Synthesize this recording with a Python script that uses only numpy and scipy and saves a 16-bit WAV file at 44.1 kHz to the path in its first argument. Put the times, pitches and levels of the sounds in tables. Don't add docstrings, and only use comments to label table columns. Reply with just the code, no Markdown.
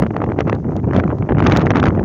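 import sys
import numpy as np
from scipy import signal
from scipy.fft import rfft, irfft
from scipy.io import wavfile
from scipy.ndimage import uniform_filter1d, minimum_filter1d

SR = 44100
rng = np.random.default_rng(int(sys.argv[2]) if len(sys.argv) > 2 else 0)


def materialize(psi):
    bounded = np.clip(np.atleast_2d(psi).T, -1, 1)
    quanta = np.round(bounded * 32767).astype(np.int16)
    wavfile.write(sys.argv[1], SR, quanta)


N = 90228

# time_s, level_db
RUMBLE_LOUDNESS = [(0, -16), (.055, -17), (.085, -23), (.17, -26), (.28, -20), (.36, -24), (.48, -17.5),
                   (.55, -20), (.625, -26.5), (.68, -17.5), (.72, -21.5), (.76, -22), (.82, -21.5),
                   (.88, -15.5), (.92, -22.5), (.985, -9.5), (1.02, -24), (1.06, -14.5), (1.1, -20.5),
                   (1.18, -22.5), (1.225, -14), (1.275, -34), (1.315, -15), (1.45, -13), (1.62, -15.5),
                   (1.67, -16), (1.85, -17), (1.89, -13.5), (1.955, -17.5), (2.05, -19)]
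# time_s, strength_db
WIND_STRENGTH = [(0, -17.5), (.06, -24.5), (.085, -38.5), (.11, -25), (.31, -22.5), (.36, -30), (.39, -17),
                 (.44, -32.5), (.475, -21), (.55, -23.5), (.61, -35.5), (.69, -22.5), (.74, -27.5),
                 (.76, -21), (.82, -32.5), (.88, -21), (.915, -24), (.97, -17.5), (1.09, -26), (1.12, -16),
                 (1.15, -27.5), (1.275, -27.5), (1.31, -19.5), (1.36, -23.5), (1.52, -18), (1.64, -19.5),
                 (1.84, -22), (1.93, -24), (2, -19.5), (2.05, -26)]
# time_s, body_db, crack_db
SLAP_HITS = [(0.0234, -20.0, -42.0), (0.0357, -25.0, -55.0), (0.0655, -25.0, -57.0), (0.1076, -30.0, -75.0),
             (0.1663, -22.0, -44.0), (0.2193, -22.0, -54.0), (0.2412, -22.0, -48.0), (0.3203, -23.0, -54.0),
             (0.3897, -22.0, -43.0), (0.4065, -20.0, -33.0), (0.4974, -18.0, -38.0), (0.5287, -21.0, -46.0),
             (0.9344, -22.0, -47.0), (0.9644, -20.0, -37.0), (1.0, -21.0, -49.0), (1.0395, -21.0, -55.0),
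             (1.0791, -25.0, -60.0), (1.2251, -29.0, -80.0), (1.2916, -23.0, -67.0), (1.2973, -23.0, -59.0),
             (1.3225, -22.0, -57.0), (1.3845, -18.0, -47.0), (1.3939, -24.0, -46.0), (1.4041, -18.0, -38.0),
             (1.425, -20.0, -47.0), (1.4654, -14.0, -32.0), (1.4696, -17.0, -24.0), (1.4984, -21.0, -43.0),
             (1.5213, -18.0, -25.0), (1.5636, -12.0, -29.0), (1.6595, -27.0, -41.0), (1.6685, -19.0, -45.0),
             (1.7061, -16.0, -27.0), (1.7577, -14.0, -32.0), (1.77, -16.0, -34.0), (1.7995, -19.0, -33.0),
             (1.8294, -16.0, -35.0), (1.8397, -13.0, -36.0), (1.8561, -21.0, -36.0), (1.8839, -20.0, -39.0),
             (1.9057, -24.0, -63.0), (1.9514, -28.0, -59.0), (1.9959, -23.0, -53.0)]
# time_s, level_db
SNOW_HITS = [(0.068, -43), (0.55, -40), (.765, -36), (1.184, -48), (1.571, -16)]
# start_s, end_s, level_db
TEAR_SPANS = [(0.384, 0.422, -30), (0.471, 0.488, -25), (0.945, 1.005, -27.5), (1.437, 1.629, -23.5),
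              (1.702, 1.72, -19.5), (1.747, 1.803, -23.5), (1.856, 1.879, -18)]

# pitch_hz, level_db
RUMBLE_TONE = [(20, -54), (35, -33), (52, -11.5), (75, -4), (120, -1), (170, -4), (240, -7), (340, -12.5),
               (600, -28), (1500, -90)]
# pitch_hz, level_db
RUSH_TONE = [(130, -5), (230, 3.5), (330, 8.5), (500, -1), (800, -6), (1300, -27.5), (2200, -45),
             (3500, -60.5), (6600, -66.5), (8500, -85.5)]
# pitch_hz, level_db
RASP_TONE = [(70, -2.5), (250, 6), (500, 9.5), (1200, 10.5), (2000, 1.5), (3000, -13), (4000, -35.5),
             (7000, -71.5)]
# pitch_hz, level_db
HISS_TONE = [(1500, 6.5), (3000, 3.5), (4500, 2), (6500, 7.5), (7200, -1.5), (8500, -13.5), (15500, -12)]
# pitch_hz, level_db
CRACK_TONE = [(1000, -9.5), (2300, 11.5), (3600, 4.5), (4800, -4), (6500, -6), (7200, -18.5), (8800, -45.5)]
# pitch_hz, level_db
TICK_TONE = [(800, -28), (3000, 4), (5000, -5.5), (6700, -7.5), (8000, -25.5), (10000, -29), (15500, -24)]

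USUAL_WIND_DB = -21
RASP_RISE_S, RASP_FALL_S = 0.0014, 0.00095
TIME_S = np.arange(N) / SR
PITCH_HZ = np.maximum(np.fft.rfftfreq(N, 1 / SR), 1)


def gain(db):
    return 10 ** (np.asarray(db) / 20)


def curve(rows):
    return np.interp(TIME_S, *np.array(rows).T)


def tone_gains(tone):
    hz, db = np.array(tone).T
    return gain(np.interp(np.log(PITCH_HZ), np.log(hz), db))


def noise(tone):
    shaped = irfft(rfft(rng.standard_normal(N)) * tone_gains(tone), N)
    return shaped / shaped.std()


def steady(sound, span_s):
    span = max(int(span_s * SR), 2)
    power = uniform_filter1d(uniform_filter1d(sound * sound, span), span)
    return sound / np.sqrt(power + 1e-12)


def wander(rate_hz):
    span = max(int(SR / rate_hz), 2)
    wobble = uniform_filter1d(rng.standard_normal(N), span, mode="wrap")
    wobble = uniform_filter1d(wobble, span // 2, mode="wrap")
    return wobble / wobble.std()


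def flutter(rate_hz):
    return 2 * np.tanh(wander(rate_hz) / 2)


def bursts(times_s, levels_db, rise_s, fall_s):
    outline = np.zeros(N)
    for time_s, db in zip(times_s, levels_db):
        peak = int(time_s * SR)
        near = slice(max(peak - SR // 20, 0), peak + SR // 20)
        lag_s = TIME_S[near] - time_s
        outline[near] += gain(db) * np.exp(np.minimum(lag_s / rise_s, -lag_s / fall_s))
    return uniform_filter1d(uniform_filter1d(outline, size=19), size=19)


def push_pull(samples, sizes, widths_s):
    lag = np.arange(-SR // 200, SR // 200)
    widths_away = lag / SR / widths_s[:, None]
    waves = sizes[:, None] * widths_away * np.exp(-widths_away ** 2 / 2)
    places = np.clip(samples[:, None] + lag, 0, N - 1)
    return np.bincount(places.ravel(), waves.ravel(), N)


def snap(pulses, tone):
    cepstrum = irfft(np.log(tone_gains(tone)), N)
    cepstrum[1:N // 2] *= 2
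    cepstrum[N // 2 + 1:] = 0
    jump = irfft(np.exp(rfft(cepstrum)), N)[:SR // 10]
    return signal.fftconvolve(pulses, jump / np.linalg.norm(jump))[:N]


def rumble():
    return steady(noise(RUMBLE_TONE), span_s=0.051) * gain(curve(RUMBLE_LOUDNESS) + 1.41)


def rush():
    wind_db = curve(WIND_STRENGTH) - USUAL_WIND_DB
    wobble = 7.5 * flutter(rate_hz=152)
    spectrum = rfft(noise(RUSH_TONE))
    octaves_up = np.clip(np.log2(PITCH_HZ / 250), 0, 4)
    sound = np.zeros(N)
    for octave in range(5):
        band = irfft(spectrum * np.maximum(1 - abs(octaves_up - octave), 0), N)
        response = 1.28 + 0.16 * octave
        fluttering = steady(band * gain(wobble * response), span_s=0.032)
        sound += fluttering * band.std() * gain(-19 + wind_db * response)
    return sound


def pops(per_second=190):
    count = int(per_second * N / SR)
    timing, direction = rng.random((count, 2)).T
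    scatter_db = 4.5 * np.clip(rng.standard_normal(count), -2, 2)
    samples = ((np.arange(count) + timing) / count * (N - 1)).astype(int)
    force_db = 0.66 * (curve(WIND_STRENGTH)[samples] - USUAL_WIND_DB) + scatter_db
    force = gain(force_db)
    sizes = np.sign(direction - .5) * force * gain(-22.5)
    popping = push_pull(samples, sizes, widths_s=0.00028 / force ** 0.32)
    sputter = noise(RASP_TONE) * bursts(samples / SR, -36.5 + 2 * force_db, RASP_RISE_S, RASP_FALL_S)
    return popping + sputter


def snow_hiss():
    return noise(HISS_TONE) * gain(-66 + 1.5 * wander(rate_hz=25))


def slaps():
    times_s, body_db, crack_db = np.array(SLAP_HITS).T
    samples = (times_s * SR).astype(int)
    direction, width = rng.random((len(times_s), 2)).T
    push = np.sign(direction - .5) * gain(body_db)
    thud = push_pull(samples, push * gain(13), widths_s=0.0005 * 2 ** (width - .5))
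    jump = snap(np.bincount(samples, push * gain(15), N), RASP_TONE)
    rasp = steady(noise(RASP_TONE), span_s=0.0015)
    rasp *= bursts(times_s, body_db + 7.5, RASP_RISE_S, RASP_FALL_S)
    crack = steady(noise(CRACK_TONE), span_s=0.0015)
    crack *= bursts(times_s, crack_db + 13.5, rise_s=0.00027, fall_s=0.0015)
    return thud + jump + rasp + crack


def snow_ticks():
    times_s, levels_db = np.array(SNOW_HITS).T
    return noise(TICK_TONE) * bursts(times_s, levels_db, rise_s=0.00043, fall_s=0.0021)


def tearing(fade_s=0.01):
    outline = np.zeros(N)
    for start_s, end_s, level_db in TEAR_SPANS:
        inside_s = np.minimum(TIME_S - start_s, end_s - TIME_S)
        outline += gain(level_db) * np.clip(inside_s / fade_s + .5, 0, 1)
    wobble = gain(6.5 * flutter(rate_hz=260))
    rasp = noise(RASP_TONE)
    crack = gain(-21) * wobble * noise(CRACK_TONE)
    return outline * steady(wobble * (rasp + crack), span_s=0.0065)


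def scene():
    wind = rumble() + rush() + pops() + slaps() + tearing()
    return (wind + snow_ticks() + snow_hiss())[None]


def record(dry):
    ring_hz, ring_width_hz = 4100, 260
    low_cut_hz, high_cut_hz = 40, 15800
    limit_db, limit_span_s = -.6, .005
    decay = np.exp(-np.pi * ring_width_hz / SR)
    ring = [1, -2 * decay * np.cos(2 * np.pi * ring_hz / SR), decay * decay]
    sound = signal.lfilter(ring[::-1], ring, dry)
    sound = irfft(rfft(sound) / (1 + (low_cut_hz / PITCH_HZ) ** 6), N)
    span = int(limit_span_s * SR)
    safe_volume = np.minimum(1, gain(limit_db) / (abs(sound) + 1e-9))
    volume = uniform_filter1d(minimum_filter1d(safe_volume, span), span)
    treble_cut = signal.ellip(8, .2, 70, high_cut_hz, fs=SR, output="sos")
    return signal.sosfilt(treble_cut, sound * volume)


dry = scene()
out = record(dry)
materialize(out)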